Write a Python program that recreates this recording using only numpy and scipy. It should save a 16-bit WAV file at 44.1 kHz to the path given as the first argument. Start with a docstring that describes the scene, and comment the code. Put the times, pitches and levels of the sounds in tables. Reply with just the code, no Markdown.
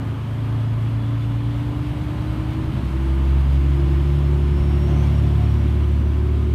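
"""Inside a diesel railcar that pulls away beside a standing train: firing harmonics of a six-cylinder engine
rise from the start with a gear-train hum and a randomly flickering turbocharger whistle, over coloured noise
for track, floor, air and ventilation; its deepest part wanders at random, with brief swells from about 1.6 s.
From about 2.8 s the final drive whines, brief tones tied to road speed. Near 4.9 s a rail joint jolts the car
with bands of rattling and roaring noise; near 5.5 s the second firing harmonic drops as the train's end goes by."""
import sys
import numpy as np
from scipy import signal
from scipy.fft import rfft, irfft, next_fast_len
from scipy.io import wavfile
from scipy.ndimage import uniform_filter1d, map_coordinates

SR = 44100
rng = np.random.default_rng(int(sys.argv[2]) if len(sys.argv) > 2 else 0)


def level_to_linear(level):
    """Convert decibel levels to linear amplitude factors, elementwise."""
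    exponent = np.asarray(level, float) / 20
    return 10 ** exponent


def to_wav(sig):
    """Store sig (one row per channel, or 1-D mono) as 16-bit WAV at the path in sys.argv[1].

    Samples outside -1..1 are clipped; the rate is SR.
    """
    pcm = np.clip(np.atleast_2d(sig), -1, 1) * 32767
    pcm = np.round(pcm).astype(np.int16)
    wavfile.write(sys.argv[1], SR, pcm.T)  # frames by channels


N = 288414

CYLINDERS = 6
# Engine speed. Each row: time in seconds, firing rate in Hz.
FIRING_RATE = [(0, 54.6), (.6, 55.9), (1.2, 57.1), (1.55, 58.25), (2, 60.4), (2.4, 62.7), (3, 66.25),
               (3.55, 68.85), (4.1, 70.5), (4.6, 71.3), (5.1, 71.85), (6.54, 73.1)]
# Strong tones, as multiples of the firing rate; the last is the gear-train hum.
STRONG_MULTIPLES = (1, 1.5, 2, 3, 4.96)
# Path through floor and cabin air to the seat. Each row: pitch in Hz, level of a firing tone in dB.
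SEAT_PATH = [(54.6, -47), (55.6, -36), (59, -32.5), (60.5, -41), (62.3, -27.5), (64, -33), (66.2, -20),
             (68.3, -15.5), (70, -18), (73, -18.5), (86, -39), (88.6, -35.5), (96.5, -33), (100.5, -50),
             (104, -46), (105.2, -39), (107, -29), (108.2, -20.5), (109.1, -26.5), (109.6, -24.5),
             (110.2, -28.5), (111.3, -22), (113, -20.5), (116, -23), (120, -28.5), (123.5, -44), (130, -32),
             (133, -29), (138.5, -23.5), (141.3, -22), (142.7, -24.5), (144, -23), (164, -45.5),
             (205, -39.5), (208, -48.5), (215, -32), (219, -37.5)]
GEAR_DB = -30.5  # level of the gear-train hum away from its nulls
# Pitches of the hum that the cabin cancels. Each row: centre in Hz, half width in Hz, depth in dB.
GEAR_NULLS = [(273.3, .9, 12), (276.5, 3, 4), (279.6, .9, 14), (284, 4, 3.5), (297, 4, 3), (312, 6, 2),
              (323.5, 2, 18), (339.8, 1.8, 17), (348, 2, 2), (358.5, 4, 7.5)]
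# Tones of unequal cylinders. Each row: multiple of the engine-cycle rate, level in dB before cabin and load.
UNEVEN_TONES = [(4, -73), (5, -52), (7, -46), (8, -63), (10, -53), (11, -50.5), (13, -51), (14, -47),
                (15, -45), (16, -46), (17, -48), (20, -47.5), (21, -47), (22, -46), (24, -44.5),
                (25, -51.5), (26, -47.5), (27, -49.5), (33, -61.5), (36, -61)]
# Rougher running under load. Each row: time in seconds, lift of the lowest uneven tones in dB.
LOAD_ROUGHNESS = [(0, -6), (1.7, -0.5), (2.1, 6.5), (2.7, 7.5), (3.1, -0.5), (5, 2), (6.54, -0.5)]
# Booming cabin modes. Each row: centre in Hz, full width in Hz, lift in dB.
CABIN_MODES = [(69.5, 6.8, 11.5), (113.9, 10.3, 17.5), (139.5, 9.8, 14), (206, 13, -1.5)]
# The standing train throws sound back at the window until its end goes by.
CLEAR_S, CLEAR_SOFTNESS_S = 5.55, 0.13
CLEAR_TWICE_DB = -8.5  # change then at twice the firing rate
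# Overtones that swell briefly. Each row: multiple of the firing rate, peak in seconds, length in seconds, dB.
OVERTONES = [(8, 4.9, .1, -47), (10, 5.41, .045, -39.5)]
# Turbocharger speed. Each row: time in seconds, whistle pitch in Hz.
TURBO_PITCH = [(0, 3100), (1, 3400), (1.4, 3540), (2.3, 4000), (2.9, 4400), (3.4, 4780), (3.8, 5030),
               (4.1, 5200), (4.65, 5440), (5.3, 5670), (5.7, 5780), (6.54, 5950)]
# Response to the whistle. Each row: pitch in Hz, level in dB.
DUCT_RESPONSE = [(3100, -66), (3300, -62), (3400, -59.5), (3560, -63), (3700, -70), (4000, -67),
                 (4200, -72), (4650, -74), (4760, -66), (5100, -68), (5340, -68), (5440, -61.5),
                 (5560, -66), (5780, -72), (5950, -76)]
STRAND_HZ, STRAND_DB, STRAND_START_S, STRAND_END_S = 5435, -70.5, 4.9, 5.62
# Final-drive speed. Each row: time in seconds, base rate in Hz.
AXLE_RATE = [(0, 9), (2.7, 34.6), (3.3, 45), (3.9, 53.8), (4.4, 65.5), (5.2, 76.5), (6.1, 92), (6.54, 101)]
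# Swells as a multiple of that rate crosses a panel resonance.
# Each row: multiple, peak in seconds, length in seconds, level in dB.
WHINES = [(6, 2.796, .12, -40), (6, 3.08, 0.16, -45), (6, 3.88, 0.17, -36), (6, 4.38, .12, -41),
          (3, 5.8, 0.34, -38), (4, 6.2, 0.32, -46), (4, 6.35, 0.14, -42), (9, 2.83, 0.13, -41),
          (9, 5.25, .1, -48)]
# Fittings that shake as the car rocks. Each row: start in seconds, length in seconds, level in dB.
RATTLES = [(4.874, 0.22, -60), (5.22, .08, -65)]
RATTLE_EDGE_S = 0.012
ROAR_START_S, ROAR_END_S, ROAR_EDGE_S, ROAR_DB = 4.76, 5.17, 0.09, -43
# Restless deep rumble from the track, with brief swells at set times.
DEEP_DB, DEEP_SWING_DB, DEEP_SWELL_S = -45.5, 2.5, 0.039
# Each row: peak of a swell in seconds, level in dB.
DEEP_SWELLS = [(1.62, -38), (2.66, -36), (3.66, -36), (4.6, -32), (5.41, -34)]
# Floor rumble. Each row: time in seconds, level in dB.
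FLOOR_LEVEL = [(0, -33), (1.3, -39.5), (2.8, -31), (3.4, -38.5), (4.2, -33), (6.54, -32)]
# Spectrum of the floor rumble. Each row: frequency in Hz, relative density in dB per Hz.
RUMBLE_SPECTRUM = [(18, -42), (35, -23), (50, -3.5), (90, -2.5), (160, -3.5), (250, -6.5), (340, -6),
                   (400, -14), (460, -33.5), (600, -64)]
# Air noise. Each row: time in seconds, level of the running noise in dB, level of the hiss in dB.
AIR_LEVELS = [(0, -40, -49), (1.2, -41.5, -48.5), (2.3, -39, -46.5), (3.3, -40, -46.5), (4.1, -40, -46),
              (4.5, -40, -47), (5, -38.5, -45), (5.5, -40.5, -46.5), (6.3, -42, -49), (6.54, -43, -48)]
# Spectrum of the running noise. Each row: frequency in Hz, relative density in dB per Hz.
BODY_SPECTRUM = [(220, -8), (380, -4.5), (415, -6), (510, -7), (591, -6.5), (731, -7), (822, -9),
                 (1020, -6.5), (1100, -8.5), (1220, -9.5), (1750, -15), (2200, -24), (2860, -54),
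                 (4840, -120)]
# Spectrum of the hiss. Each row: frequency in Hz, relative density in dB per Hz.
HISS_SPECTRUM = [(1060, -19), (1800, -4), (2200, 1), (2490, -1.5), (2930, -0.5), (3350, -2.5), (3640, -6),
                 (4130, -9), (5560, -17), (7560, -20), (9300, -18), (10500, -25), (12200, -20.5),
                 (14300, -27), (15600, -29)]
# Humming wall panels. Each row: pitch in Hz, relative level in dB, wavers a second.
PANEL_TONES = [(430, -6, 12), (580, 2.5, 14), (628.5, -4, 12), (877, -1, 14), (1031, -0.5, 18),
               (1222, -3.5, 18), (2820, -15, 20)]


def engine(firing_hz):
    """Periodic combustion yields harmonics of the firing rate; unequal cylinders add tones of the whole cycle."""
    return firing_tones(firing_hz) + uneven_tones(firing_hz) + overtones(firing_hz)


def firing_tones(firing_hz):
    """Harmonics of the firing rate and the gear-train hum stay locked to the crankshaft's phase."""
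    phase = turns(firing_hz)
    total = np.zeros(N)
    for k, db in zip(STRONG_MULTIPLES, strong_levels(firing_hz)):
        lag = cabin(k * firing_hz)[1]
        total += tone(k * phase + np.pi - lag, db, shake_db=0.5 + 0.2 * k, drift=0.05 * k, rate=20)
    return total


def strong_levels(firing_hz):
    """A gliding tone traces the frequency response of its path, so its level follows its pitch."""
    *firing, gear_hz = [k * firing_hz for k in STRONG_MULTIPLES]
    levels = [by_pitch(SEAT_PATH, hz) for hz in firing]
    levels[2] = levels[2] + CLEAR_TWICE_DB * step(CLEAR_S, CLEAR_SOFTNESS_S)
    gear_loss_db = sum(depth_db / (1 + ((gear_hz - hz) / width_hz) ** 2)
                       for hz, width_hz, depth_db in GEAR_NULLS)
    return levels + [GEAR_DB - gear_loss_db]


def uneven_tones(firing_hz):
    """Unequal cylinders repeat once a cycle; the low tones nearly in step make one cylinder stand out."""
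    phase = turns(firing_hz) / CYLINDERS
    load_db = curves(LOAD_ROUGHNESS)[0]
    total = np.zeros(N)
    for k, db in UNEVEN_TONES:
        boom_db, lag = cabin(k * firing_hz / CYLINDERS)
        start = np.pi - lag + 0.11 * k * rng.standard_normal()
        rough_db = load_db / (1 + (k / 15) ** 4)  # the load shows most in the low tones
        level_db = db + boom_db + rough_db
        total += tone(k * phase + start, level_db, shake_db=0.14 * k, drift=0.027 * k, rate=3.016)
    return total


def cabin(hz):
    """Resonant modes lift a tone and turn its phase: returns the lift in dB and the lag in radians."""
    off = [2 * (hz - mode_hz) / width_hz for mode_hz, width_hz, _ in CABIN_MODES]
    lift_db = sum(mode[2] / (1 + u ** 2) for mode, u in zip(CABIN_MODES, off))
    lag = 0.52 * sum(np.arctan(u) for u in off)
    return lift_db, lag


def overtones(firing_hz):
    """High harmonics of the firing rate emerge briefly above the drone."""
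    phase = turns(firing_hz)
    return sum(tone(k * phase, db + swell(s, length), shake_db=1.5, drift=0.46, rate=11)
               for k, s, length, db in OVERTONES)


def turbo():
    """A rotor's tone climbs with its speed and flickers; a strand of constant mean pitch joins it for a while."""
    hz = curves(TURBO_PITCH)[0]
    whistle_db = by_pitch(DUCT_RESPONSE, hz) + 2.0 * wobble(7)
    whistle = tone(turns(hz), whistle_db, shake_db=3.5, drift=1.0, rate=70)
    gate = step(STRAND_START_S, 0.04) - step(STRAND_END_S, 0.04)
    strand = tone(turns(np.full(N, STRAND_HZ)), STRAND_DB, shake_db=6, drift=1.0, rate=83)
    return whistle + gate * strand


def final_drive():
    """Gear whines hold fixed ratios to road speed and stand out where they cross a panel resonance."""
    phase = turns(curves(AXLE_RATE)[0])
    return sum(tone(k * phase, db + swell(s, length), shake_db=1.0, drift=0.53, rate=11)
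               for k, s, length, db in WHINES)


def jolt():
    """An impulse at a rail joint sets fittings rattling in a bright band and the floor roaring in a dull one."""
    rattle = np.zeros(N)
    for s, length, db in RATTLES:
        gate = step(s, RATTLE_EDGE_S) - step(s + length, 2 * RATTLE_EDGE_S)
        rattle += level_to_linear(db) * gate.clip(0)
    # spectra: (Hz, relative dB per Hz)
    band = rush([(4300, -32), (5200, -2), (6200, 7), (7000, -19), (8600, -6), (10000, -29)], patchy_db=-4)
    roar = rush([(330, -21), (415, 2), (500, -6), (600, 3), (900, -3), (1100, -18), (1400, -30)],
                patchy_db=-1.5)
    heave = level_to_linear(ROAR_DB) * (step(ROAR_START_S, ROAR_EDGE_S) - step(ROAR_END_S, ROAR_EDGE_S))
    return rattle * level_to_linear(2.3 * wobble(40)) * band + heave * roar


def deep_rumble():
    """Narrow-band random vibration from the track: deep noise that wanders at random, with brief set swells."""
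    restless = level_to_linear(DEEP_DB + DEEP_SWING_DB * wobble(5.8))
    swells = sum(level_to_linear(db + swell(s, DEEP_SWELL_S)) for s, db in DEEP_SWELLS)
    spectrum = [(20, -11), (33, -4), (40, -19), (50, 12), (58, 5), (75, -40)]  # (Hz, relative dB per Hz)
    return (restless + swells) * rush(spectrum, patchy_db=3.0)


def floor_rumble():
    """Structure-borne random vibration reaches the cabin as low noise through the floor."""
    return level_to_linear(curves(FLOOR_LEVEL)[0]) * rush(RUMBLE_SPECTRUM, patchy_db=2.5)


def air_noise(firing_hz):
    """Broadband running noise and ventilation hiss are slightly amplitude-modulated at the firing rate."""
    body_db, hiss_db = curves(AIR_LEVELS)
    body_db = body_db + 0.4 * wobble(16)
    hiss_db = hiss_db + 0.47 * wobble(22)
    throb = 1 + 0.031 * np.cos(turns(firing_hz))
    body = level_to_linear(body_db) * throb * rush(BODY_SPECTRUM, patchy_db=0.2)
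    hiss = level_to_linear(hiss_db) * throb * rush(HISS_SPECTRUM, patchy_db=0.72)
    return body + level_to_linear(body_db - 9.0) * panels() + hiss


def panels():
    """Lightly damped wall panels hum in narrow bands, here sines of wavering size and phase."""
    t = np.arange(N) / SR
    return unit(sum(tone(2 * np.pi * hz * t, db, shake_db=3.0, drift=1.74, rate=rate)
                    for hz, db, rate in PANEL_TONES))


def tone(phase, db, shake_db, drift, rate):
    """A sine of rms level db, with random modulation of level in dB and phase in radians, rate knots a second."""
    level = level_to_linear(db + shake_db * wobble(rate))
    return np.sqrt(2) * level * np.cos(phase + drift * wobble(rate))


def turns(hz):
    """Phase in radians is the running integral of frequency."""
    return 2 * np.pi * np.cumsum(hz) / SR


def rush(spectrum, patchy_db):
    """Filtered white noise of rms 1, with patches of random gain in time and frequency."""
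    z = signal.stft(rng.standard_normal(N + 8192), nperseg=512)[2]
    field = uniform_filter1d(rng.standard_normal(z.shape), size=6, axis=0)
    field = uniform_filter1d(field, size=12, axis=1)
    x = signal.istft(z * level_to_linear(patchy_db * unit(field)), nperseg=512)[1]
    m = next_fast_len(len(x))
    hz, db = np.transpose(spectrum)
    log_hz = np.log(np.fft.rfftfreq(m, 1 / SR) + 1)
    gain = level_to_linear(np.interp(log_hz, np.log(hz + 1), db, left=-120, right=-120))
    return unit(irfft(rfft(x, m) * gain, m)[:N])


def wobble(rate):
    """A smooth random curve: a spline through Gaussian knots, rate of them a second."""
    knots = rng.standard_normal(int(N * rate / SR) + 4)
    return map_coordinates(knots, [np.arange(N) * rate / SR])


def step(s, takes_s):
    """A soft transition from 0 to 1 around time s, a hyperbolic tangent."""
    return 0.5 + 0.5 * np.tanh((np.arange(N) / SR - s) / abs(takes_s))


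def swell(s, length):
    """A Gaussian envelope is a parabola in dB: 0 at time s, -6.3 one length away."""
    return -6.3 * ((np.arange(N) / SR - s) / length) ** 2


def by_pitch(points, hz):
    """A frequency response in dB, interpolated at pitch hz from (Hz, dB) points."""
    return np.interp(hz, *np.transpose(sorted(points)))


def curves(rows):
    """Linear interpolation to one value per sample for each column after the time."""
    s, *cols = np.transpose(rows)
    return [np.interp(np.arange(N) / SR, s, c) for c in cols]


def unit(x):
    """Normalisation to rms 1."""
    return x / np.sqrt(np.mean(x ** 2) + 1e-20)


def scene():
    """Superposition of all sources at the window seat, in one channel."""
    firing_hz = curves(FIRING_RATE)[0]
    machinery = engine(firing_hz) + turbo() + final_drive()
    running = deep_rumble() + floor_rumble() + air_noise(firing_hz)
    return (machinery + jolt() + running)[None]


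def low_pass(x):
    """Removes everything above the highest recorded frequency."""
    return signal.sosfilt(signal.butter(12, 15700, fs=SR, output="sos"), x)


def record(dry):
    """The finished mix, the plain superposition of the sources, is passed on at its own level."""
    return low_pass(dry)


dry = scene()
out = record(dry)
to_wav(out)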